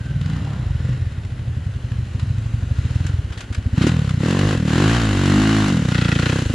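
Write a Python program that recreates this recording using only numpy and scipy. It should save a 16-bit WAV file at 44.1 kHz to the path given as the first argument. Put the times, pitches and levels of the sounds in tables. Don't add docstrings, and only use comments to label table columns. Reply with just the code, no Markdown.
import sys
import numpy as np
from scipy import signal
from scipy.fft import rfft, irfft, next_fast_len
from scipy.io import wavfile
from scipy.ndimage import uniform_filter1d, map_coordinates

SR = 44100
rng = np.random.default_rng(int(sys.argv[2]) if len(sys.argv) > 2 else 0)


def store_pcm(level_fs):
    pcm = np.round(np.clip(level_fs, -1, 1) * 32767).astype(np.int16)
    wavfile.write(sys.argv[1], SR, np.atleast_2d(pcm).T)


N = 288414


def amp(db):
    return 10 ** (np.asarray(db) / 20)


def unit(x):
    return x / np.sqrt(np.mean(x ** 2) + 1e-20)


def along(points, hz):
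    f, v = np.transpose(points)
    return np.interp(np.log(hz + 1), np.log(f + 1), v)


def curves(rows):
    s, *cols = np.transpose(rows)
    return [np.interp(np.arange(N) / SR, s, c) for c in cols]


def filtered(x, response):
    m = next_fast_len(N + SR // 2)
    return irfft(rfft(x, m) * response(np.fft.rfftfreq(m, 1 / SR)), m)[..., :N]


def coloured(x, spectrum):
    return unit(filtered(x, lambda hz: amp(along(spectrum, hz))))


# frequency in Hz, likeness from 0 (unrelated) to 1 (the same).
ALIKE = [(100, 1), (500, 0.96), (1200, 0.35), (2500, 0.79), (4500, 0.83), (8000, 0), (14000, 0.027)]


def spread(pair):
    turn = lambda hz: np.arccos(np.clip(along(ALIKE, hz), -1, 1)) / 2
    mid, side = filtered(pair, lambda hz: np.array([np.cos(turn(hz)), np.sin(turn(hz))]))
    return np.array([mid + side, mid - side])


def noise():
    return spread(rng.standard_normal((2, N)))


def causal(gain):
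    cepstrum = irfft(np.log(np.maximum(gain, 1e-6)))
    half = cepstrum.shape[-1] // 2
    cepstrum[..., 1:half] *= 2
    cepstrum[..., half + 1:] = 0
    return irfft(np.exp(rfft(cepstrum)))


def add(track, start, sound):
    part = track[..., start:start + sound.shape[-1]]
    part += sound[..., :part.shape[-1]]


def moments(cycle, angle):
    return np.flatnonzero(np.diff(np.floor(cycle - angle)) > 0)


def bursts(cycle, angle, decay, scatter_db):
    at = moments(cycle, angle)
    kicks = np.zeros(N)
    kicks[at] = amp(scatter_db * rng.standard_normal(len(at)))
    return signal.lfilter([1], [1, -np.exp(-1 / (decay * SR))], kicks)


def levelled(envelope):
    power = uniform_filter1d(uniform_filter1d(envelope ** 2, size=6000), size=6000)
    return envelope / np.sqrt(np.abs(power) + 1e-9)


def case(x, modes):
    def ring(f):
        total = 0
        for k, (centre, width, db) in enumerate(modes):
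            resonance = 1j * f * width / (centre ** 2 - f * f + 1j * f * width)
            total = total + (-1) ** k * amp(db) * resonance
        return total

    return unit(filtered(x, lambda f: ring(f) / (1 + (f / 7000) ** 6)))


def held(start, end, lag):
    t = np.arange(N) / SR
    ease = lambda s: 1 - np.exp(-np.maximum(t - s, 0) / lag)
    return ease(start) - ease(end)


# start in seconds, end in seconds, opening with 1 = full.
THROTTLE = [(0.184, 0.37, 0.29), (0.728, 0.944, 0.22), (2.72, 3.08, 0.28), (3.52, 3.75, 0.21),
            (3.743, 3.892, 1), (3.89, 4.1, 0.35), (4.188, 4.543, 0.75), (4.65, 4.973, 0.91),
            (4.978, 5.23, 0.61), (5.227, 5.694, 0.77), (5.697, 5.9, 0.37), (5.876, 6.403, 0.43)]
# time in seconds, relative gain in dB.
NEARNESS = [(0, 2.5), (.6, 2), (1.3, 2), (2.6, 5.5), (3.6, 2.5), (4.3, 7.5), (5.3, 10), (5.9, 9.5),
            (6.3, 12), (6.54, 13.5)]
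THROTTLE_LAG_S = 0.026
IDLE_PER_S = 14.8


def loudness(law, rate):
    idle_db, db_per_octave, throttle_db, nearness_share = law
    opening = sum(amount * held(start, end, THROTTLE_LAG_S) for start, end, amount in THROTTLE)
    revs_db = db_per_octave * np.log2(rate / IDLE_PER_S)
    return idle_db + revs_db + throttle_db * opening + nearness_share * curves(NEARNESS)[0]


# frequency in Hz, relative level in dB.
FOREST = [(20, -16), (90, 8), (200, -1), (400, -9), (900, -17.5), (2500, -22.5), (7000, -44), (10000, -35),
          (15000, -65)]


def forest(level_db):
    return amp(level_db) * coloured(noise(), FOREST)


# time in seconds, firings per second.
FIRING = [(0.0, 20.08), (0.2, 18.95), (0.4, 36.06), (0.52, 35.9), (0.63, 28.19), (0.77, 18.53),
          (0.9, 25.62), (1.03, 21.07), (1.22, 14.18), (1.36, 13.78), (1.47, 10.9), (1.72, 10.34),
          (1.95, 14.97), (2.04, 11.64), (2.25, 13.19), (2.5, 12.6), (2.61, 10.93), (2.74, 12.94),
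          (2.95, 20.19), (3.11, 23.6), (3.2, 18.29), (3.35, 14.42), (3.48, 15.4), (3.6, 11.67),
          (3.72, 14.55), (3.82, 33.7), (3.92, 43.34), (4.02, 36.16), (4.16, 28.26), (4.24, 37.45),
          (4.3, 46.01), (4.4, 47.78), (4.49, 53.72), (4.54, 46.76), (4.59, 38.44), (4.66, 37.29),
          (4.73, 37.87), (4.83, 52.05), (4.91, 57.24), (4.97, 60.18), (5.08, 51.77), (5.17, 46.88),
          (5.24, 47.14), (5.31, 48.47), (5.42, 52.93), (5.52, 54.86), (5.68, 50.15), (5.77, 41.1),
          (5.87, 29.73), (6.0, 29.73), (6.16, 27.64), (6.28, 30.42), (6.38, 34.05), (6.46, 24.18),
          (6.54, 25.6)]


def engine():
    rate = curves(FIRING)[0]
    cycle = np.cumsum(rate) / SR + .001 * rate - .15
    return rate, cycle


# time in seconds, relative level in dB, centre in Hz.
THUMPING = [(0.006, -24.5, 99.5), (0.257, -21, 123), (0.505, -23.5, 121), (0.625, -21, 94),
            (0.888, -19, 112), (0.928, -25, 110), (1.017, -20.5, 84.6), (1.117, -24.5, 99),
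            (2.536, -22, 100.0), (2.625, -25.5, 92.0), (2.786, -20, 94), (3.004, -17.5, 104),
            (3.137, -18, 88.0), (3.438, -33.5, 85), (3.578, -20.5, 85), (3.729, -20, 89), (3.776, -16, 132),
            (4.139, -19, 119), (4.349, -18, 158), (4.452, -16.5, 112), (4.55, -20, 128), (4.574, -19, 108),
            (4.6, -20, 147), (4.86, -15.5, 121), (5.13, -20, 94), (5.299, -16, 132), (5.359, -18, 108),
            (5.492, -19, 120), (5.642, -19, 107), (5.702, -19, 146), (6.089, -17, 130.6),
            (6.42, -20.5, 117.0), (6.461, -18.0, 84.5), (6.497, -19.5, 108)]
# time in seconds, relative bark level in dB, bark centre in Hz, relative bray level in dB.
BARKING = [(0.006, -42.5, 250, -53.5), (0.332, -34.5, 248, -53), (0.753, -42.5, 270, -53.5),
           (0.888, -38.5, 280, -40.5), (1.017, -50, 270, -60), (1.247, -47, 244, -58),
           (2.066, -37.5, 220.0, -60.5), (2.625, -43, 241, -57.5), (3.05, -34.5, 273, -46.2),
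           (3.242, -54.5, 274.0, -59), (3.729, -28.5, 239, -53), (3.868, -15, 301, -28),
           (3.893, -29.5, 234.0, -41), (3.965, -23.2, 212.0, -37), (4.017, -40, 238, -38.5),
           (4.174, -31, 237.0, -49.8), (4.234, -21.5, 291, -30.5), (4.55, -22.5, 290, -29.5),
           (4.574, -26.5, 230, -39.5), (4.822, -16.5, 305, -29.5), (4.965, -22.6, 265, -35.5),
           (5.052, -19.5, 244, -31), (5.193, -21, 293, -36), (5.379, -12.5, 250, -33),
           (5.418, -16.5, 279.0, -39.5), (5.723, -18.5, 257, -34.5), (5.769, -17.5, 208, -35),
           (5.822, -28.0, 270, -37.5), (6.358, -24.5, 298, -31.5), (6.461, -29.5, 286, -37.5),
           (6.497, -24.5, 265, -36.3)]
# frequency as a multiple of the centre, relative level in dB.
THUMP = [(.12, -38), (.25, -23), (.42, -9), (.7, -2), (1, -0.5), (1.3, -1.5), (1.55, -9), (1.85, -15.5),
         (2.4, -28), (5, -70), (12, -140)]
BARK = [(.4, -52), (.58, -16), (.74, 1.5), (1, 0.5), (1.2, -1.5), (1.36, -8), (1.55, -24), (2.4, -57),
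        (6, -140)]
# frequency in Hz, relative level in dB.
BRAY = [(250, -50), (390, -6), (460, 4.5), (565, 1.5), (660, -14.5), (1000, -36), (2000, -90), (4000, -140)]
CRACK = [(300, -41), (520, -14), (670, 4), (900, 1), (1130, 2.5), (1300, -1), (1600, -3), (4000, -26.5),
         (9000, -110)]
# idle level in dB, dB per octave of revs, dB at full throttle, share of the nearness.
CRACK_LAW = (-65, 6, 16, 1.08)
WIDE_PER_S, THUMP_NARROWS, BARK_NARROWS = 39.6, 0.14, 0.48


def exhaust(cycle, rate, thump_db, bark_db, bray_db, scatter_db, size=8192):
    hz = np.fft.rfftfreq(size, 1 / SR)
    at = moments(cycle, 0)
    controls = curves(THUMPING) + curves(BARKING) + [loudness(CRACK_LAW, rate)]
    thump, thump_centre, bark, bark_centre, bray, crack = [c[at][:, None] for c in controls]
    slow = np.maximum(WIDE_PER_S / rate[at], 1)[:, None]
    thump_shape = along(THUMP, (hz / thump_centre) ** (slow ** THUMP_NARROWS))
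    bark_shape = along(BARK, (hz / bark_centre) ** (slow ** BARK_NARROWS))
    voices = [(thump_shape, thump + thump_db), (bark_shape, bark + bark_db),
              (along(BRAY, hz), bray + bray_db), (along(CRACK, hz), crack)]
    power = 0
    for shape, db in voices:
        power = power + amp(shape + db) ** 2 / np.mean(amp(shape) ** 2, axis=-1, keepdims=True)
    pulses = causal(np.sqrt(power))
    unevenness = (rate.min() / rate[at]) ** 2
    strength = amp(scatter_db * unevenness * rng.standard_normal(len(at)))
    out = np.zeros(N)
    for start, pulse in zip(at, pulses * strength[:, None]):
        period = SR / rate[start]
        add(out, start, pulse * np.sqrt(period))
    return out


def chambers(x, delay, bounce):
    trip = lambda hz: np.exp(-2j * np.pi * hz * delay)
    return filtered(x, lambda hz: (bounce + trip(hz)) / (1 + bounce * trip(hz)))


# frequency in Hz, relative level in dB.
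GAS = [(300, -6), (500, -6.5), (650, -9), (930, -5.5), (1100, -3.5), (1300, -3), (1500, 1.5), (1950, -1.5),
       (2210, -10.5), (2760, -2), (3360, -9.5), (4020, -5), (4600, -11.5), (5500, -14.5), (8000, -50)]
SIZZLE = [(2500, -14), (4300, -9.5), (5300, -5.5), (6700, 0.5), (7700, -1), (8400, -10), (9700, -6.5),
          (10400, -12), (11300, -21.5), (14000, -26), (15600, -45)]
# centre in Hz, width in Hz, relative level in dB.
CASE = [(1090, 98, -9), (1394, 115, 7), (1996, 270, 5), (3040, 420, 5.5), (4020, 5300, -9.5)]
# idle level in dB, dB per octave of revs, dB at full throttle, share of the nearness.
RASP_LAW = (-50, 3.5, 11.5, 1)
SIZZLE_LAW = (-63, 2.5, 10.5, 1.28)


def rasp(cycle, rate, gas_db, ring_db, sizzle_db, steady, ticks):
    body, top = loudness(RASP_LAW, rate), loudness(SIZZLE_LAW, rate)
    blow = bursts(cycle, angle=0.054, decay=0.0038, scatter_db=3.5)
    valves = bursts(cycle, angle=0.58, decay=0.0031, scatter_db=5.5)
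    valves = valves + bursts(cycle, angle=0.87, decay=0.0063, scatter_db=3.0)
    gate = levelled(steady + blow + ticks * valves)
    gas = amp(gas_db) * coloured(gate * noise(), GAS)
    ring = amp(ring_db) * case(gate * noise(), CASE)
    sizzle = amp(top + sizzle_db) * coloured(gate * noise(), SIZZLE)
    return amp(body) * (gas + ring) + sizzle


# centre in Hz, width in Hz, relative level in dB.
HEADER = [(540, 160, -8.5), (1103, 78, 5), (1520, 230, -17), (1810, 120, -7)]


def knock(cycle, rate, level_db):
    blows = levelled(bursts(cycle, angle=0.09, decay=0.00005, scatter_db=1))
    level = amp(loudness(RASP_LAW, rate) + level_db)
    return level * (rate / rate.max()) ** 2 * case(blows, HEADER)


# start in seconds, end in seconds, relative level in dB.
LUGS = [(2.803, 3.19, -56), (5.9, 6.322, -25.5)]
# centre in Hz, width in Hz, relative level in dB.
GEARS = [(1420, 82, 8.5), (1920, 126, 10), (2540, 130, 1), (3270, 340, 4.5), (3950, 4300, -14)]
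# frequency in Hz, relative level in dB.
CHASSIS = [(200, -28), (700, 1), (1400, 8.5), (2200, 4), (3100, 3.5), (4200, 0.5), (6000, -9), (10000, -16),
           (13000, -76)]
LUG_LAG_S, SLACK_DB = 0.015, -55


def lash(cycle, level_db, rattle):
    gate = bursts(cycle, angle=0.8, decay=0.01, scatter_db=1.5)
    gate = gate + 0.5 * bursts(cycle, angle=0.023, decay=0.0035, scatter_db=2)
    shake = levelled(gate) * noise()
    load = amp(SLACK_DB) + sum(amp(db) * held(start, end, LUG_LAG_S) for start, end, db in LUGS)
    metal = unit(case(shake, GEARS) + rattle * coloured(shake, CHASSIS))
    return amp(level_db) * load * metal


# time in seconds, frequency in Hz, level in dB.
WHINE = [(0, 1585, -47), (.2, 1520, -46), (.4, 1430, -54), (.68, 1330, -49), (.76, 1450, -50),
         (.85, 1950, -49), (1.04, 1860, -57), (1.2, 1750, -66), (1.4, 1700, -100)]


def whine(width_hz, overtone):
    hz, db = curves(WHINE)
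    angle = 2 * np.pi * np.cumsum(hz) / SR
    waver = unit(filtered(rng.standard_normal((2, N)), lambda f: 1 / (1 + (f / width_hz) ** 2)))
    return amp(db) * (waver[0] * np.sin(angle) + overtone * waver[1] * np.sin(2 * angle))


def ground(x, delay, share):
    lag = delay * SR * amp(curves(NEARNESS)[0])
    reflection = np.array([map_coordinates(side, [np.arange(N) - lag]) for side in x])
    return (x + share * reflection) / np.hypot(1, share)


# frequency in Hz, time to fall 60 dB in seconds.
TREES = [(80, 0.59), (300, 0.34), (2000, 0.15), (10000, 0.15)]


def trees(x, size=16384):
    out, padded = np.zeros((2, N + size)), np.pad(x, size)
    hop = size // 2
    for start in range(0, N + hop, hop):
        hz, t, z = signal.stft(rng.standard_normal((2, SR // 2)), SR, nperseg=256)
        fade = amp(-60 * t / along(TREES, hz)[:, None])
        tail = signal.istft(z * fade, SR, nperseg=256)[1]
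        tail = tail / np.linalg.norm(tail[0])
        piece = padded[start + hop:][:size] * np.sqrt(np.hanning(size))
        add(out, start + SR // 80, signal.fftconvolve(piece[None], tail, axes=1))
    return spread(out[:, hop:][:, :N])


# time in seconds, relative level in dB, treble against that level in dB, time to fall 60 dB
# in seconds.
CLACKS = [(.212, -18.5, -22, 0.016), (0.259, -19, -25, .02), (0.299, -21, -23, 0.013),
          (2.195, -20, -22, 0.04), (3.065, -19.5, -7.5, 0.035), (3.321, -27.5, -17, 0.11),
          (3.374, -27.5, -13, 0.13), (3.405, -22, -10, 0.053), (3.524, -27, -14.5, 0.093),
          (3.546, -15, -14, 0.03), (3.817, -17.5, -18.5, 0.15), (3.866, -19.5, -10.5, 0.12),
          (4.092, -14, -15, 0.03), (4.307, -14, -10, 0.032)]


def clacks(level_db, treble_db, attack):
    t = np.arange(SR // 3) / SR
    low, high = np.zeros((2, N))
    for s, db, bright_db, t60 in CLACKS:
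        fade = amp(db - 60 * t / t60) * (1 - np.exp(-t / attack))
        add(low, round(s * SR), fade)
        add(high, round(s * SR), fade * amp(bright_db))
    body = amp(level_db) * low * coloured(noise(), CHASSIS)
    return body + amp(treble_db) * high * coloured(noise(), SIZZLE)


# start in seconds, end in seconds, level in dB.
PUDDLE = (0.25, 0.615, -44.5)
PUDDLE_LAG_S = 0.051


def puddle(bubble_hz, width, cycles, count=5000):
    t = np.arange(SR // 50) / SR
    chance = rng.standard_normal((count, 2))
    turns = bubble_hz * np.exp(width * chance[:, :1]) * t
    tones = np.sin(2 * np.pi * turns * (1 + 10 * t))
    grains = amp(4.6 * chance[:, 1:]) * tones * np.exp(-turns / cycles)
    where = rng.integers(0, N, (count, 1)) + np.arange(len(t))
    froth = unit(np.bincount(where.ravel(), grains.ravel(), N)[:N])
    start, end, db = PUDDLE
    return amp(db) * held(start, end, PUDDLE_LAG_S) * froth


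def scene():
    rate, cycle = engine()
    pipe = exhaust(cycle, rate, thump_db=-0.1, bark_db=-1.65, bray_db=-1.0, scatter_db=3.0)
    pipe = chambers(pipe, delay=0.002, bounce=0.79)
    metal = rasp(cycle, rate, gas_db=-3.0, ring_db=-7.5, sizzle_db=0.5, steady=0.81, ticks=0.29)
    metal = metal + knock(cycle, rate, level_db=-14.0)
    metal = metal + lash(cycle, level_db=-2.5, rattle=0.51)
    metal = metal + clacks(level_db=-5.0, treble_db=-2.5, attack=0.0024)
    metal = ground(metal, delay=0.000447, share=0.12) * amp([[.9], [-.9]])
    rest = metal + puddle(bubble_hz=980, width=0.26, cycles=1.6) + whine(width_hz=45, overtone=0.4)
    pipe_db, pipe_wet, rest_wet = curves([
        (0, -2, -7, -6.5), (2.3, -2.8, -7, -4.5), (2.9, -1, -11, -5.5),
        (3.8, 0, -20, -13), (6.54, 0, -21, -12)])
    pipe = amp(pipe_db) * pipe
    echo = trees(amp(pipe_wet) * pipe + amp(rest_wet) * rest.mean(axis=0))
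    return pipe + rest + echo + forest(level_db=-37.5)


TOP_HZ = 15600


def record(dry):
    return filtered(dry, lambda hz: hz < TOP_HZ)


dry = scene()
out = record(dry)
store_pcm(out)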